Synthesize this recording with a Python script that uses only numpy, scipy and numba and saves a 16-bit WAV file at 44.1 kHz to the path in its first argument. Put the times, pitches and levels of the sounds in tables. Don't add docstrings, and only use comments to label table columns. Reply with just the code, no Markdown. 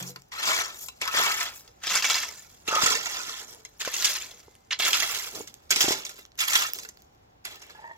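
import sys
import numpy as np
from scipy import signal
from scipy.fft import rfft, irfft, next_fast_len
from scipy.io import wavfile
from scipy.ndimage import uniform_filter1d, map_coordinates
from numba import njit

SR = 44100
rng = np.random.default_rng(int(sys.argv[2]) if len(sys.argv) > 2 else 0)


def master(y):
    cut = np.clip(np.atleast_2d(y).T, -1, 1)
    pcm = np.round(cut * 32767)
    wavfile.write(sys.argv[1], SR, pcm.astype(np.int16))


N = 351477
TIME = np.arange(N) / SR


def undb(db):
    return 10 ** (np.asarray(db) / 20)


def db_at(hz, points):
    point_hz, db = np.transpose(points)
    return np.interp(np.log(np.maximum(hz, 1)), np.log(point_hz), db)


def colour(x, points):
    size = next_fast_len(N)
    hz = np.arange(size // 2 + 1) * SR / size
    return irfft(rfft(x, size) * undb(db_at(hz, points)), size)[..., :N]


def wander(rate_hz):
    hold = int(SR / rate_hz)
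    steps = np.repeat(rng.standard_normal(N // hold + 1), hold)
    return 0.97 * uniform_filter1d(steps, hold)[:N]


@njit
def damped_sines(start, hz, t60, gain, onset_rate):
    out = np.zeros((2, N))
    for k in range(len(hz)):
        fall, turn = -np.log(1000.) / (t60[k] * SR), 2 * np.pi * hz[k] / SR
        pole, onset_pole = np.exp(complex(fall, turn)), np.exp(-onset_rate * turn)
        for port in range(2):
            first = max(int(start[port, k]) + 1, 0)
            late = first - start[port, k]
            phasor = gain[port, k] * np.exp(complex(fall, turn) * late)
            onset = np.exp(-onset_rate * turn * late)
            for i in range(first, min(first + int(.7 * t60[k] * SR), N)):
                out[port, i] += phasor.imag * (1 - onset)
                phasor *= pole
                onset *= onset_pole
    return out


def strike(start_s, db, hz, t60, pan_db, scatter_ms=0.):
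    bend = 1 + 2.4 / (1 + (hz / 900) ** 2 + (250 / hz) ** 2)
    lag_s = (by_stroke(start_s, STROKE_PATCHES, LAG_COLUMN) * bend + scatter_ms) / 1000
    side = np.array([[.5], [-.5]])
    return damped_sines((start_s + side * lag_s) * SR, hz, t60, undb(db + side * pan_db), onset_rate=0.58)


# frequency_hz, density_db
HUSH_SPECTRUM = [(15, -39), (25, -9.5), (58, -1), (95, -4.5), (167, -11), (687, -24), (746, -17.5),
                 (979, -27), (3910, -42), (5570, -45.5), (8600, -54.5), (11900, -58.5), (16500, -49.5)]

def hush(level_db=-55.5):
    mid, side = colour(rng.standard_normal((2, N)), HUSH_SPECTRUM)
    side = colour(side, [(60, -10.0), (150, -18), (600, 8), (2000, 4.5)])
    ports = mid + side * np.array([[1], [-1]])
    return ports * undb(level_db + 2.0 * wander(2.7)) / np.std(mid)


# pitch_hz, level_db, t60_s
BOARD_MODES = [(131.6, -31, 0.53), (180.2, -28.5, 0.43), (324, -36.5, 0.31)]

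def board():
    hz, db, t60 = np.transpose(BOARD_MODES)
    knock = strike(np.zeros_like(hz), db, hz, t60, pan_db=0.)
    return knock * undb(2.6 * wander(70)) * np.minimum(TIME / 0.025, 1)


# start_s, level_db, pitch_hz
DULL_BLOWS = [(0.49, -32, 700), (0.583, -34, 380), (1.146, -26.5, 594), (1.196, -22, 700),
              (1.282, -40, 620), (1.87, -36, 397), (2.681, -25, 390), (2.724, -24, 557), (2.76, -23, 571),
              (2.832, -20.5, 191), (3.28, -40, 347), (3.873, -22, 562), (4.479, -40, 430),
              (4.797, -27.5, 710), (5.328, -40, 356), (5.372, -34, 596), (5.405, -27.5, 427),
              (5.762, -33, 293), (5.811, -35.5, 355), (5.841, -19, 361), (5.88, -14.5, 357),
              (5.905, -17.5, 397)]

def thuds(t60_s=0.016):
    start_s, db, hz = np.transpose(DULL_BLOWS)
    start_s, t60 = start_s + .0025, np.full_like(hz, t60_s)
    body = strike(start_s, db + 9.5, hz, t60, pan_db=-1.2)
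    return body + strike(start_s, db + 5.0, 1.9 * hz, 0.64 * t60, pan_db=-1.)


# start_s, level_db, pitch_hz
PEBBLE_DROPS = [(0.197, -52, 5860), (0.2204, -36.5, 6800), (1.6086, -37, 4530), (2.449, -47, 7470),
                (3.548, -33, 6360), (4.553, -38, 5900), (4.6344, -59, 5870), (4.6728, -53, 3430),
                (5.5415, -28.5, 5960), (6.1427, -40, 6000), (6.1594, -40, 7040), (6.181, -43, 6900),
                (6.199, -44, 6920), (6.2302, -41.5, 6000), (6.2526, -30, 3620), (6.2624, -43.5, 7500),
                (6.319, -41, 3600), (6.355, -45, 4000), (6.7347, -13, 13700), (6.7582, -27, 6280),
                (6.973, -36.5, 5700), (7.021, -39.5, 5820), (7.0494, -54, 6000), (7.0642, -61, 7360)]

def pebbles(surge_db, count=500, partials=7):
    when, pitch, luck = rng.random((count, 3)).T
    start_s = np.sort(when) * N / SR
    hz = 4000 + 5000 * pitch
    db = np.minimum(bed(start_s, hz, surge_db)[0], -48)
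    db = db + 4.5 - 2.7 * np.log(luck + .01)
    start_s, db, hz = np.hstack([[start_s, db, hz], np.transpose(PEBBLE_DROPS)])
    pan_db = by_stroke(start_s, STROKE_PATCHES, PAN_COLUMN)
    ratios = np.exp(0.61 * rng.standard_normal((len(hz), partials))).T
    t60 = np.full_like(hz, .004)
    return sum(strike(start_s, db - 7.5, np.clip(hz * r, 1500, 15500), t60, pan_db) for r in ratios)


# start_s, level_db, pitch_hz, t60_s
LIFT_RING = [(4.3, -63, 2064, 1.6)]

def lifted_head():
    return strike(*np.transpose(LIFT_RING), pan_db=-2.)


# time_s, pitch_hz, level_db, octave_db
SQUEAK_CURVES = [
    [(2.68, 1330, -32, -14), (2.716, 1274, -24, -23), (2.88, 1276, -37, -8)],
    [(7.74, 834, -53, -9), (7.85, 914, -40.5, -5), (7.94, 927, -47.5, -5), (7.97, 900, -60, -12)],
]

def squeaks(slips=70):
    out = 0
    for time_s, pitch_hz, level_db, octave_db in map(np.transpose, SQUEAK_CURVES):
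        start_s = rng.uniform(time_s[0], time_s[-1], slips)
        detune, force = rng.standard_normal((slips, 2)).T
        hz = np.interp(start_s, time_s, pitch_hz) * (1 + 0.015 * detune)
        db = np.interp(start_s, time_s, level_db) + 4.2 * force + 0.5
        for ratio, partial_db in [(1, 0), (2, np.interp(start_s, time_s, octave_db)), (.72, -11)]:
            out = out + strike(start_s, db + partial_db, hz * ratio, 55 / hz, pan_db=-1.6)
    return out


# pitch_hz, level_db, t60_s
HEAD_MODES = [(860, -13, 0.013), (1027, 1, 0.074), (1170, -6, 0.014), (1303.5, 0, 0.11), (1406, -4.5, 0.22),
              (1786, 1, 0.09), (2042, 0, 0.051), (2256, -5, 0.18), (2706, -2.5, 0.11), (3308, -0.5, 0.072),
              (3506, 0, 0.041), (4044, -8.5, 0.13), (4980, -4.5, 0.07), (4810, -3.5, 0.023),
              (5570, -2.5, 0.044), (5870, -3.5, 0.021), (6400, -8.5, 0.016), (7470, -6, 0.044)]
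# low_modes_db, high_modes_db
HEAD_RING = [(-1, -0.5), (-3, 2.5), (0, 2), (-3.5, 1), (4, 3), (-3.5, -0.5), (-1.5, -2), (-3, 0), (-2, 1),
             (-1, 0.5), (-8, 3)]

def rake_head(surge_db, count=9000, ping_db=-8.5, spread_db=2.0):
    when, pick, luck = rng.random((count, 3)).T
    detune, side = rng.standard_normal((count, 2)).T
    start_s = np.sort(when) * N / SR
    hz, mode_db, t60 = np.array(HEAD_MODES)[(pick * len(HEAD_MODES)).astype(int)].T
    hz = hz * (1 + .006 * detune)
    db, pan_db = bed(start_s, hz, surge_db)
    ring_db = np.where(hz < 2000, by_stroke(start_s, HEAD_RING, 0), by_stroke(start_s, HEAD_RING, 1))
    db = db + ring_db + mode_db + ping_db - spread_db * np.log(luck + 0.0079)
    return strike(start_s, db, hz, t60, pan_db + 5.64 * side)


STONE_SIZE_HZ = [450, 1200, 2900, 6000, 12000]

def sizes(deep_db, big_db, grit_db, dust_db):
    return np.array([[deep_db], [big_db], [0], [grit_db], [dust_db]])


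# start_s, length_s, crunch_db, then relative deep_db, grit_db, dust_db
SHOE_SHIFTS = [(0.048, 0.079, -52.5, 16, 14, 16), (0.718, 0.2, -61, -3, 17, 23),
               (1.518, 0.11, -64, -4, 16, 24.4), (3.438, 0.11, -68, 11.5, 18, 20),
               (5.308, 0.15, -50.5, 20.5, 5.9, 8.1), (6.028, 0.24, -54, -5, 2.3, 1.8),
               (6.708, 0.19, -53.5, 11.5, 9, 7.2)]

def shoe_power(t, big_db=-5.5):
    power = 0
    for start_s, length_s, db, deep_db, grit_db, dust_db in SHOE_SHIFTS:
        press = np.sin(np.pi * np.clip((t - start_s) / length_s, 0, 1))
        power = power + (press * undb(db + sizes(deep_db, big_db, grit_db, dust_db))) ** 2
    return power


# time_s, drag_db
STROKE_CURVES = [
    [(-.02, -69), (0.0, -39.5), (.02, -45)],
    [(.31, -64), (.318, -46), (0.48, -25.5), (.61, -29.5)],
    [(.995, -66), (1.012, -38), (1.06, -46.5), (1.177, -26), (1.444, -35)],
    [(1.80, -69), (1.838, -35.5), (1.978, -23.5), (2.016, -43), (2.05, -29), (2.162, -30.5)],
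    [(2.64, -73), (2.676, -41), (2.78, -32.5), (2.84, -23.5), (3.01, -39.5), (3.16, -35), (3.36, -44.5),
     (3.4, -42.5)],
    [(3.79, -61), (3.802, -41.5), (3.91, -43), (3.955, -29.5), (4.09, -31.5), (4.18, -39.5)],
    [(4.703, -75), (4.709, -27), (4.726, -22), (4.735, -24)],
    [(4.786, -64), (4.79, -29.5), (4.81, -33), (4.84, -28.5), (4.92, -29), (5, -30), (4.99, -39),
     (5.03, -29), (5.262, -41)],
    [(5.694, -49), (5.705, -38), (5.8, -30), (5.9, -25.5), (5.905, -20.5)],
    [(6.375, -56), (6.388, -42), (6.46, -58), (6.48, -31.5), (6.635, -25.5)],
    [(7.44, -62), (7.452, -35.5), (7.48, -46.5), (7.7, -55)],
]
# landing_db, settle_db_per_s, trickle_db, trickle_tilt_db_per_size
STROKE_ENDS = [(-60, 178, -65, .5), (-33, 163, -53.5, 1), (-31, 205, -60, .5), (-46.5, 110, -51.5, 3),
               (-25.5, 203, -56, .5), (-26, 91, -56.5, .5), (-32, 899, -71, -2.5), (-30.5, 80.5, -60, -0.5),
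               (-17.5, 194, -59, -3), (-25, 345, -59.5, 0), (-49, 34, -70.5, -4)]
# deep_db, big_db, grit_db, dust_db,
# brighten_db_per_s_per_size, left_minus_right_db, left_base_lag_ms
STROKE_PATCHES = [(8, 0, 0, 4, -1, -0.5, -0.14), (-6, 4, -2, -6, 4, 2.1, -.14),
                  (-5, 2.5, -3, -4.5, 5.5, 1, -0.13), (-8, -1.5, 0.5, -6, 6, 0, -0.013),
                  (0, 0, 1.5, -5, 3, -3.5, 0.13), (-7, -6, 1, -1.5, 4, 0, 0.053),
                  (-30, -12, -7, -32.5, 6, -1, 0.029), (-6.5, -4.5, -1.5, 0, 2.5, -3, 0.086),
                  (-1, -5, 1, -2, -4.5, -2.5, 0.13), (-18, -2.5, -0.5, 3.5, -11.5, -2, 0.16),
                  (1.5, -2, -3, -2, -10, -1.5, 0.13)]
PAN_COLUMN, LAG_COLUMN = 5, 6

def stroke_power(t, landing_s=0.011, landing_fall_db_per_s=501.5, trickle_fall_db_per_s=38.5):
    power = 1e-10
    size_step = np.arange(len(STONE_SIZE_HZ))[:, None] - 2
    landing_mix, trickle_mix = sizes(-11, -7.5, -5.5, -6.5), sizes(14, 2.5, 6.6, 3.5)
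    for curve, ends, patch in zip(STROKE_CURVES, STROKE_ENDS, STROKE_PATCHES):
        time_s, drag_db = np.transpose(curve)
        landing_db, settle_db_per_s, trickle_db, tilt_db = ends
        age, since_lift = t - time_s[1], np.maximum(t - time_s[-1], 0)
        patch_mix = sizes(*patch[:4])
        brighten = patch[4] * size_step * np.clip(age, 0, time_s[-1] - time_s[1])
        drag = np.interp(t, time_s, drag_db, left=-120) - settle_db_per_s * since_lift + brighten
        landing = landing_db - landing_fall_db_per_s * np.maximum(age - landing_s, 0)
        trickle = trickle_db + tilt_db * size_step - trickle_fall_db_per_s * since_lift
        power = power + undb(drag + patch_mix) ** 2
        power += (age > 0) * undb(landing + landing_mix + patch_mix) ** 2
        power += (since_lift > 0) * undb(trickle + trickle_mix) ** 2
    return power


def by_stroke(t, table, column):
    middle_s = [(curve[0][0] + curve[-1][0]) / 2 for curve in STROKE_CURVES]
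    return np.interp(t, middle_s, np.array(table)[:, column])


def bed(t, hz, surge_db):
    power = stroke_power(t) + shoe_power(t)
    patchiness = np.interp(10 * np.log10(power[2]), [-60, -30], [1.4, 1.1])
    power = power * undb(patchiness * surge_db[(t * SR).astype(int)]) ** 2 + rattle_power(t)
    size_index = np.interp(np.log(hz), np.log(STONE_SIZE_HZ), np.arange(len(STONE_SIZE_HZ)))
    db = map_coordinates(10 * np.log10(power), [size_index, np.arange(len(t))], order=1)
    return db, by_stroke(t, STROKE_PATCHES, PAN_COLUMN)


# start_s, level_db, pitch_hz, rattle_t60_s
COLLISIONS = [(0.026, -22, 6050, 0.031), (0.16, -25, 1410, 0.03), (0.3212, -32, 4800, 0.066),
              (0.431, -16, 3520, 0.089), (0.4549, -18, 5500, 0.052), (0.4817, -15, 1320, 0.13),
              (0.586, -20, 1400, 0.08), (0.8127, -36, 6900, 0.027), (0.838, -39, 7500, 0.028),
              (0.8847, -20.5, 7500, 0.032), (1.0154, -13, 2210, 0.053), (1.0536, -20.5, 2120, 0.1),
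              (1.076, -13.5, 5200, 0.059), (1.1402, -12.5, 1120, 0.24), (1.1703, -11.5, 1120, 0.24),
              (1.264, -13.5, 1390, 0.24), (1.4084, -13, 2240, 0.08), (1.456, -20, 1800, 0.2),
              (1.6768, -35.5, 4430, 0.027), (1.8366, -24.5, 1250, 0.1), (1.8697, -15, 5230, 0.058),
              (1.9043, -16, 3020, 0.17), (1.954, -8, 4720, 0.054), (2.0233, -12.5, 2660, 0.11),
              (2.0439, -7, 2300, 0.11), (2.099, -8, 3380, 0.11), (2.1436, -13.5, 4030, 0.24),
              (2.232, -16.5, 1770, 0.033), (2.712, -17, 1320, 0.065), (2.7504, -11.5, 1270, 0.18),
              (2.8203, -10.5, 1270, 0.13), (2.8614, -6.5, 7300, 0.056), (2.9215, -15.5, 6100, 0.099),
              (2.953, -15.5, 6300, 0.063), (3.0577, -16.5, 1940, 0.088), (3.1867, -27, 1360, 0.19),
              (3.2947, -20.5, 1340, 0.032), (3.3657, -28, 3410, 0.089), (3.6502, -29.5, 6700, 0.049),
              (3.8126, -17.5, 1870, 0.08), (3.8492, -17, 1550, 0.13), (3.8751, -16, 1140, 0.095),
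              (3.9409, -15, 3390, 0.08), (4.023, -15, 4830, 0.08), (4.0447, -6, 5550, 0.17),
              (4.102, -16.5, 5060, 0.13), (4.152, -15.5, 4200, 0.16), (4.2138, -25.5, 2320, 0.17),
              (4.7081, -16, 2780, 0.16), (4.7294, -9.5, 2980, 0.033), (4.7576, -39, 2970, 0.055),
              (4.799, -8.5, 3460, 0.059), (4.8218, -9, 4170, 0.24), (4.852, -7, 3720, 0.16),
              (4.9314, -4, 3170, 0.21), (5.001, -9, 5400, 0.055), (5.0226, -12, 1990, 0.2),
              (5.1472, -15.5, 3500, 0.12), (5.1874, -19.5, 5600, 0.12), (5.3503, -24.5, 7370, 0.18),
              (5.4733, -29, 5750, 0.08), (5.7062, -5, 6620, 0.08), (5.7605, -7.5, 5300, 0.072),
              (5.7864, -16, 4930, 0.09), (5.8064, -5.5, 5450, 0.19), (5.8844, -15, 6700, 0.08),
              (6.0501, -23.5, 6140, 0.14), (6.093, -26, 5530, 0.083), (6.3904, -28, 4720, 0.08),
              (6.4049, -11, 3900, 0.24), (6.4827, -21, 6310, 0.055), (6.501, -15, 5400, 0.066),
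              (6.533, -10, 3400, 0.17), (6.554, -1.5, 2040, 0.078), (6.667, -22.5, 5240, 0.22),
              (6.7454, -26, 6110, 0.11), (6.787, -20.5, 5660, 0.044), (6.833, -29, 4710, 0.03),
              (6.8497, -26.5, 1450, 0.031), (6.8887, -24, 6000, 0.027), (7.451, -20, 4660, 0.055),
              (7.529, -40, 6250, 0.17), (7.6184, -33, 6250, 0.11), (7.696, -33, 1790, 0.13)]

def clacks(surge_db, partials=5):
    start_s, db, hz, _ = np.transpose(COLLISIONS)
    pan_db = bed(start_s, hz, surge_db)[1]
    ratios = np.exp(0.41 * rng.standard_normal((len(hz), partials))).T
    t60 = .005 + 22 / hz
    spray = sum(strike(start_s, db - 22, np.clip(hz * r, 800, 15000), 0.89 * t60, pan_db) for r in ratios)
    return strike(start_s, db - 5.5, hz, t60, pan_db) + spray


def rattle_power(t, falloff_db_per_octave=2):
    power = np.zeros((len(STONE_SIZE_HZ), len(t)))
    for start_s, db, hz, t60 in COLLISIONS:
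        first, last = np.searchsorted(t, [start_s, start_s + t60])
        age = t[first:last] - start_s
        patch_mix = sizes(*(by_stroke(start_s, STROKE_PATCHES, k) for k in range(4)))
        octaves = abs(np.log2(np.array(STONE_SIZE_HZ)[:, None] / hz))
        crack = undb(db - 13.0 - 60 * age / 0.014) ** 2
        rattle = undb(db - 9.5 - 60 * age / t60) ** 2
        power[:, first:last] += undb(patch_mix - falloff_db_per_octave * octaves) ** 2 * (crack + rattle)
    return power


# frequency_hz, density_db
STONE_SPECTRUM = [(110, -23.5), (350, -8.5), (650, -6), (1300, -3), (2500, -5.5), (4500, -7.5), (7000, -5),
                  (11000, -17.5), (16000, -17.5)]

def gravel(surge_db, count, cycles, short_t60_s, spread_db, level_db):
    when, pitch, luck = rng.random((count, 3)).T
    length, side, lag = rng.standard_normal((count, 3)).T
    start_s = np.sort(when) * N / SR
    hz = 110 + 16000 * pitch ** 1.7
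    t60 = np.maximum(cycles / hz, short_t60_s) * np.exp(0.57 * length)
    db, pan_db = bed(start_s, hz, surge_db)
    fill_db = 10 * np.log10((hz / 3000) ** 0.11 * 0.0052 / t60)
    db = db + db_at(hz, STONE_SPECTRUM) + fill_db - spread_db * np.log(luck + 0.0081) + level_db
    return strike(start_s, db, hz, t60, pan_db + 7.0 * side, scatter_ms=0.043 * lag)


def yard(direct, t60_s=0.13, wet_db=-12):
    t = TIME[:SR // 4]
    tail = rng.standard_normal((2, len(t))) * undb(-60 * t / t60_s) * (t > .002)
    tail /= np.linalg.norm(tail, axis=1, keepdims=True)
    return direct + undb(wet_db) * signal.fftconvolve(direct, tail, axes=1)[:, :N]


def scene():
    surge_db = 1.21 * wander(40) + 2.13 * wander(150)
    clinks = gravel(surge_db, count=3000, cycles=70., short_t60_s=.012, spread_db=3.5, level_db=8.5)
    crunch = gravel(surge_db, count=70000, cycles=24., short_t60_s=.0079, spread_db=2.5, level_db=2.5)
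    stones = crunch + clinks + pebbles(surge_db) + clacks(surge_db)
    steel = rake_head(surge_db) + squeaks() + lifted_head()
    return yard(stones + steel + board()) + thuds() + hush()


# frequency_hz, gain_db
TONE_COLOUR = [(20, -21), (45, -9.5), (7400, 1.5), (8300, -6), (10000, -1), (12500, 6.5), (15000, 2.5),
               (17000, -15)]

def record(dry, ceiling=.75, top_hz=16000):
    rounded = ceiling * np.tanh(colour(dry, TONE_COLOUR) / ceiling)
    return signal.sosfilt(signal.ellip(12, .2, 110, top_hz, fs=SR, output="sos"), rounded)


dry = scene()
out = record(dry)
master(out)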